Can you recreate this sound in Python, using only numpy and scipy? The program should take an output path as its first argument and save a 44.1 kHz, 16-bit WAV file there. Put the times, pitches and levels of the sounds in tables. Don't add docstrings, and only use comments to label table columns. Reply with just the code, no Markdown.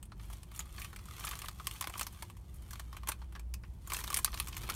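import sys
import numpy as np
from scipy import signal
from scipy.fft import rfft, irfft
from scipy.io import wavfile
from scipy.ndimage import map_coordinates

SR = 44100
rng = np.random.default_rng(int(sys.argv[2]) if len(sys.argv) > 2 else 0)


def master(y):
    cut = np.clip(np.atleast_2d(y).T, -1, 1)
    pcm = np.round(cut * 32767)
    wavfile.write(sys.argv[1], SR, pcm.astype(np.int16))


N = 209871
TIME = np.arange(N) / SR

# t/s, film level/dB, hollow re film/dB, foil treble re film/dB, main resonance f/Hz
CREASE_SNAPS = [(0.028, -55, -7, 4.5, 8040), (0.0536, -68, -15, 8, 9500), (0.1192, -56.5, 5.5, -15, 1320),
                (0.1967, -57.5, -1, -23, 2080), (0.3003, -61.5, 7.5, -4, 1200),
                (0.3289, -54, -7, -0.5, 3470), (0.4313, -55.5, -6, 1, 9600), (0.5158, -58, 1, -2, 1140),
                (0.5485, -56, -21, 1, 3020), (0.561, -56, -11, 7.5, 1200), (0.5924, -45.5, -2, 9, 6960),
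                (0.6035, -46.5, -7, -3, 3250), (0.7808, -47, -2.5, -22, 2220),
                (0.8173, -44.5, -22, -3, 2140), (0.8456, -45.5, -6.5, -3.5, 2820),
                (0.9294, -55.5, 5, -4, 1480), (0.9611, -48, -6.5, -2.5, 2200),
                (0.9886, -55, -1.5, -6, 1300), (1.083, -65, 13.5, -10, 1200), (1.1986, -57, 0, 10, 1220),
                (1.2405, -44.5, 0.5, -11, 1180), (1.2694, -42.5, -2.5, -1, 2380),
                (1.276, -42.5, -7, -13, 1340), (1.3121, -42, -3, -2.5, 1190), (1.3323, -46, 2, -16, 1560),
                (1.354, -48, -8, 0, 1108), (1.39, -52.5, -7, 8, 1100), (1.418, -43.5, -6, -3.5, 1240),
                (1.4348, -54, 0, -10, 1280), (1.442, -52.5, 8, -6, 1220), (1.4589, -47.5, -15, -3.5, 1880),
                (1.4843, -41, -3, -3, 1220), (1.598, -51, 5.5, -17, 1220), (1.67, -34, -6, 0, 1100),
                (1.7116, -43.5, -13, -3.5, 2900), (1.8106, -39, -0.5, 4, 1040),
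                (1.8233, -41.5, -3, -5, 1080), (1.8413, -41.5, -1.5, -9, 804), (1.872, -40, 0, -3, 1110),
                (1.897, -49.5, 2, 2, 805), (1.9386, -44, -2, -13, 2500), (1.9548, -56, 12.5, -10, 940),
                (1.9947, -39.5, -5.5, 2, 1100), (2.0109, -37, -1, 0, 945), (2.0164, -44.5, -14, -2, 2740),
                (2.03, -46, -22, 4, 6300), (2.0673, -43.5, -3.5, 1, 991), (2.2237, -44.5, -2.5, -0.5, 930),
                (2.2993, -54, 0, -4, 1050), (2.3682, -62, 1.5, -0.5, 970), (2.708, -53, -3, 5, 1690),
                (2.7319, -48.5, -0.5, 0, 1070), (2.7557, -51.5, -3, -7, 2390),
                (2.7959, -46.5, -1, -2, 1290), (2.9283, -56, 8.5, -5, 1110), (2.9462, -64.5, 10, -15, 1100),
                (2.9678, -48, 0, -14, 2480), (3.033, -54.5, 6, -8, 1080), (3.0729, -43.5, -2, -1, 1020),
                (3.0848, -43.5, -1, 3, 880), (3.0885, -38, -1.5, 6, 960), (3.0945, -48, 8, 6, 960),
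                (3.1185, -39.5, -3.5, -4, 2410), (3.2175, -59, 5, -15, 950), (3.3236, -61.5, 2, -2, 825),
                (3.3516, -51, 1, -12, 1740), (3.3606, -54.5, 6.5, -9, 1710), (3.395, -54, -3, -1, 2400),
                (3.5394, -45.5, -11, 2.5, 2650), (3.6356, -58, 3.5, -19, 2390), (3.648, -63, -5, -20, 2400),
                (3.8734, -54.5, 2, 7.5, 1110), (3.9007, -43.5, -2.5, -1, 1180),
                (3.9197, -38.5, 1.5, -6, 1100), (3.9347, -42, -1.5, 8, 1105), (3.9456, -38, -22, -6, 1670),
                (3.967, -39, -7.5, 0, 2670), (3.9884, -45.5, -1, 2, 1690), (4.0393, -42.5, -2.5, 0, 980),
                (4.077, -39.5, -5.5, -4.5, 4060), (4.1025, -42.5, 3.5, 3.5, 1195),
                (4.1283, -41.5, 1.5, -1, 1120), (4.1431, -34, -26, 5.5, 9800), (4.1634, -39, -7, 0, 9800),
                (4.171, -36, -7.5, 7, 9500), (4.188, -41.5, 1, 3, 1140), (4.2464, -30.5, -7, 7.5, 4120),
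                (4.2587, -40.5, -7, -3, 1070), (4.2759, -46, 3.5, -21, 1230), (4.3297, -48, 1, -23, 1095),
                (4.3417, -41, -5, -9, 4160), (4.3744, -43.5, -8, -6, 1323), (4.3999, -33, -6.5, 0.5, 1211),
                (4.4717, -47, -2.5, -0.5, 1218), (4.4835, -51, -1, 7, 988), (4.5297, -47.5, -12, -20, 1000),
                (4.5672, -42, -4.5, -0.5, 1170), (4.6334, -47.5, -4, -2, 1280),
                (4.6899, -44.5, 4.5, -3, 1206), (4.6989, -36, -2, 0, 1310)]
# f/Hz, level/dB
BAG_COLOUR = [(200, -3.5), (340, 1), (460, -9), (700, -1.5), (1000, -1.5), (1600, -4.5), (2500, 3),
              (4000, -1.5), (7000, -3), (9600, 0), (12500, 0), (15500, -5.5), (16500, -29)]
# f/Hz, width/Hz, lift over the colour/dB (snaps take only a share of the lift)
BAG_RESONANCES = [(1137, 360, 13.5), (1770, 1200, 6), (3090, 98, 5.5), (3440, 620, 7), (4310, 450, 5.5),
                  (5600, 90, 4), (6240, 290, 1), (7800, 190, -3.5), (9700, 3200, 0.5), (10460, 610, -8.5),
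                  (11900, 210, -0.5)]
# fastest t/s, rise/s, fall/s, film rustle level/dB, foil sizzle re film/dB
HAND_STROKES = [(0.23, 0.067, 0.11, -63.5, -1), (0.33, 0.063, 0.16, -62, -0.5),
                (0.58, 0.1, 0.15, -59.5, -4), (0.83, 0.16, 0.12, -56, -0.5), (1.0, .12, .15, -70.5, -1),
                (1.26, .25, .28, -52, -1.5), (1.74, 0.23, 0.28, -58, 1), (2.0, .08, 0.073, -53, 0.5),
                (2.19, 0.32, 0.19, -63, 0), (2.52, .15, 0.52, -71.5, -1), (2.74, 0.2, 0.24, -64, -1.5),
                (2.95, 0.1, 0.13, -64.5, -5.5), (3.1, 0.037, 0.052, -53, -3), (3.22, 0.056, 0.092, -69, -3),
                (3.37, 0.092, 0.062, -68, -10), (3.66, 0.041, 0.46, -78, 1), (3.96, 0.096, .17, -51, 1.5),
                (4.11, 0.063, .11, -49.5, -6), (4.17, .05, 0.11, -58, 6.5), (4.37, 0.099, 0.18, -55, 2),
                (4.59, 0.34, 0.36, -57, -1.5), (4.74, 0.19, .3, -50, -6)]
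# f/Hz, level/dB
RUMBLE_SHAPE = [(18, -28), (30, -6.5), (42, -4), (55, 3.5), (72, -1), (95, -5), (120, -6), (140, -11.5),
                (205, -13.5), (250, -28), (350, -21), (450, -43), (900, -33), (2000, -56.5)]
# loudest t/s, rise and fall/s, pitch f/Hz, level/dB
BOOM_SWELLS = [(.41, .4, 52.92, -48), (.75, .4, 58.3, -58), (2.8, .5, 59.1, -48.5), (3.22, .35, 61.08, -45),
               (3.47, .24, 59.44, -40.5), (4.05, 0.5, 58.25, -50), (4.56, 1.3, 61.5, -50.5)]
# f/Hz, level/dB
AIR_COLOUR = [(300, 10.5), (600, 6.5), (1100, -6), (1800, -4.5), (4500, -12), (7000, -14), (9500, -9.5),
              (16000, -30)]

RUMBLE_DB, RUMBLE_GROWTH_DB, GROWTH_START_S = -49.3, 5.5, 3.6
BOOM_WAVER_HZ, WAVERS_PER_S = 2.32, 9
AIR_DB = -69.5
HOLLOW_TOP_HZ, FOIL_BOTTOM_HZ = 1700, 6000
SNAP_LEVEL_S = .006
RING_S, RING_AT_DB, RING_HALVING_DB = 0.0058, -49, 41
CRACK_SHARE, CRACK_REF_DB = 0.11, -28
SMALL_PER_S, SMALL_DB, SMALL_SPREAD_DB = 15, -4.5, 7
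SMALL_HOLLOW_DB, SMALL_FOIL_DB, SMALL_HZ = 0.5, 6.5, 1296
REST_DB = -86.5
TOP_HZ = 16200


def undb(db):
    return 10 ** (np.asarray(db) / 20)


def unit(x):
    return x / np.sqrt(np.mean(x ** 2))


def colour(x, points, modes=(), size=16384):
    f = np.fft.rfftfreq(size, 1 / SR)
    hz, db = np.transpose(points)
    shape_db = np.interp(np.log(f + 1), np.log(hz), db)
    for centre_hz, width_hz, lift_db in modes:
        shape_db = shape_db + lift_db / (1 + (2 * (f - centre_hz) / width_hz) ** 2)
    cepstrum = irfft(np.log(undb(shape_db)))
    cepstrum[1:size // 2] *= 2
    cepstrum[size // 2 + 1:] = 0
    response = irfft(np.exp(rfft(cepstrum)))[:size // 2]
    return signal.fftconvolve(x, response)[:len(x)]


def band(x, edges_hz, kind, order=3):
    return signal.sosfilt(signal.butter(order, edges_hz, kind, fs=SR, output="sos"), x)


def swell(peak_s, rise_s, fall_s, db, round_top=0.26):
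    away = np.maximum((peak_s - TIME) / rise_s, (TIME - peak_s) / fall_s)
    return undb(db - 20 * (np.hypot(away, round_top) - round_top)) ** 2


def rumble():
    level_db = RUMBLE_DB + np.interp(TIME, [GROWTH_START_S, TIME[-1]], [0, RUMBLE_GROWTH_DB])
    return unit(colour(rng.standard_normal(N), RUMBLE_SHAPE)) * undb(level_db)


def boom():
    peak_s, _, pitch_hz, _ = np.transpose(BOOM_SWELLS)
    wander = rng.standard_normal(128)
    waver_hz = BOOM_WAVER_HZ * np.interp(TIME * WAVERS_PER_S, np.arange(len(wander)), wander)
    hz = np.interp(TIME, peak_s, pitch_hz) + waver_hz
    power = sum(swell(s, length_s, length_s, db) for s, length_s, _, db in BOOM_SWELLS)
    tone = np.sin(2 * np.pi * (np.cumsum(hz) / SR + rng.random()))
    return unit(tone) * np.sqrt(power)


def air():
    return undb(AIR_DB) * unit(colour(rng.standard_normal(N), AIR_COLOUR))


def slide():
    film = foil = undb(REST_DB) ** 2
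    for peak_s, rise_s, fall_s, db, foil_db in HAND_STROKES:
        power = swell(peak_s, rise_s, fall_s, db)
        film = film + power
        foil = foil + power * undb(foil_db) ** 2
    return 10 * np.log10(film), 10 * np.log10(foil)


def small_creases(hollow_spread_db=5, foil_spread_db=6, pitch_spread=1.77):
    film_db, _ = slide()
    rows = []
    for when, *own in rng.random((int(SMALL_PER_S * N / SR), 5)):
        size, hollow, foil, pitch = 2 * np.array(own) - 1
        level_db = film_db[int(when * N)] + SMALL_DB + SMALL_SPREAD_DB * size
        hollow_db = SMALL_HOLLOW_DB + hollow_spread_db * hollow
        foil_db = SMALL_FOIL_DB + foil_spread_db * foil
        rows.append((when * TIME[-1], level_db, hollow_db, foil_db, SMALL_HZ * pitch_spread ** pitch))
    return rows


def facets(main_hz, main_db=9, low_hz=1300, high_hz=11000, relative_width=.22, lift_db=5.5, count=3):
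    others_hz = low_hz * (high_hz / low_hz) ** ((np.arange(count) + rng.random(count)) / count)
    return [(main_hz, relative_width * main_hz, main_db)] + [
        (hz, relative_width * hz, lift_db) for hz in others_hz]


def snap(hollow_db, foil_db, crack, ring_s, main_hz, bag_share=0.56, grain=0.66, size=2600):
    crack_s, rise_share = .0002, .04
    t = np.arange(size) / SR
    crack_noise, ring_noise, grain_noise = rng.standard_normal((3, size))
    modes = [(hz, width_hz, bag_share * db) for hz, width_hz, db in BAG_RESONANCES] + facets(main_hz)
    crack = min(crack, .8)
    strike = unit(crack_noise * np.exp(-t / crack_s))
    onset = 1 - np.exp(-t / (rise_share * ring_s * (1 - crack)))
    scatter = unit(ring_noise * np.exp(grain * grain_noise) * onset * np.exp(-t / ring_s))
    mixed = np.sqrt(crack) * strike + np.sqrt(1 - crack) * scatter
    sharp = colour(mixed, BAG_COLOUR, modes, size=2048)
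    sheet = colour(scatter, BAG_COLOUR, modes, size=2048)
    hollow = band(sheet, [320, HOLLOW_TOP_HZ], "bandpass")
    film = band(sharp, [HOLLOW_TOP_HZ, FOIL_BOTTOM_HZ], "bandpass")
    foil = band(sharp, FOIL_BOTTOM_HZ, "highpass")
    head = int(SNAP_LEVEL_S * SR)
    parts = (hollow, hollow_db), (film, 0), (foil, foil_db)
    return sum(undb(db) * part / np.std(part[:head]) for part, db in parts)


def snaps():
    out = np.zeros(N + SR)
    for s, db, hollow_db, foil_db, main_hz in list(CREASE_SNAPS) + small_creases():
        crack = CRACK_SHARE + undb(db - CRACK_REF_DB) ** 2
        ring_s = RING_S * 2 ** ((RING_AT_DB - db) / RING_HALVING_DB)
        sound = undb(db) * snap(hollow_db, foil_db, crack, ring_s, main_hz)
        start = int(s * SR)
        out[start:start + len(sound)] += sound
    return out[:N]


def depth(enter_s=3.676, push_s=0.72):
    return np.clip((TIME - enter_s) / push_s, 0, 1)


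def crinkle(per_s=440, most_db=15, tint_db=4, rub_db=0.0, size=384):
    ring_s, spread_db, grip_db = .0014, 4.8, -6
    count = int(per_s * N / SR)
    when, strength, tint = rng.random((count, 3)).T
    sizes = undb(np.minimum(-spread_db * np.log(1 - strength), most_db))[:, None]
    tints = undb(tint_db * (2 * tint - 1))[:, None]
    ticks = rng.standard_normal((count, size)) * np.exp(-np.arange(size) / SR / ring_s)
    places = ((when * N).astype(int)[:, None] + np.arange(size)).ravel()
    film, foil = (np.bincount(places, (ticks * gains).ravel(), N)[:N]
                  for gains in (sizes * tints, sizes / tints))
    rub = undb(rub_db + grip_db * depth())
    return [(unit(p) + rub * rng.standard_normal(N)) / np.hypot(1, rub) for p in (film, foil)]


def folds(x, near_s=0.00132, far_s=.0023, echo=0.39, drift=0.252, per_s=11):
    knots = np.linspace(0, TIME[-1], int(per_s * TIME[-1]) + 2)
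    out = x
    for lag_s in (near_s, far_s):
        wall = np.interp(TIME, knots, rng.uniform(-0.76, 1, len(knots)))
        moving_lag_s = lag_s * (1 + drift * wall)
        out = out + echo * map_coordinates(x, [(TIME - moving_lag_s) * SR], order=3)
    return out


def rustle(dull_hz=4200, soft_hz=11500):
    film_db, foil_db = slide()
    film, foil = (colour(folds(p), BAG_COLOUR, BAG_RESONANCES) for p in crinkle())
    film = band(film, [650, FOIL_BOTTOM_HZ], "bandpass")
    film = band(film, dull_hz, "lowpass", order=1)
    foil = band(foil, FOIL_BOTTOM_HZ, "highpass")
    foil = band(foil, soft_hz, "lowpass", order=1)
    return unit(film) * undb(film_db) + unit(foil) * undb(foil_db)


def flex(centre_hz=350, spread=1.41, flex_db=-14, deep_db=5):
    film_db, _ = slide()
    wrinkles, _ = crinkle()
    flutter = unit(band(wrinkles, [centre_hz / spread, centre_hz * spread], "bandpass", order=2))
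    return flutter * undb(film_db + flex_db + deep_db * depth())


def cabin(x, wet_db=-13, t60_s=0.12, gap_s=0.0026, dull_hz=7000):
    t = TIME[:SR // 3]
    fade_in = np.clip(t / gap_s - 1, 0, 1)
    tail = rng.standard_normal(len(t)) * undb(-60 * t / t60_s) * fade_in
    tail = band(tail / np.linalg.norm(tail), dull_hz, "lowpass", order=1)
    return x + undb(wet_db) * signal.fftconvolve(x, tail)[:N]


def scene():
    background = rumble() + boom() + air()
    bag = snaps() + rustle() + flex()
    return (background + cabin(bag))[None]


def record(dry):
    return signal.sosfilt(signal.ellip(8, .2, 70, TOP_HZ, fs=SR, output="sos"), dry)


dry = scene()
out = record(dry)
master(out)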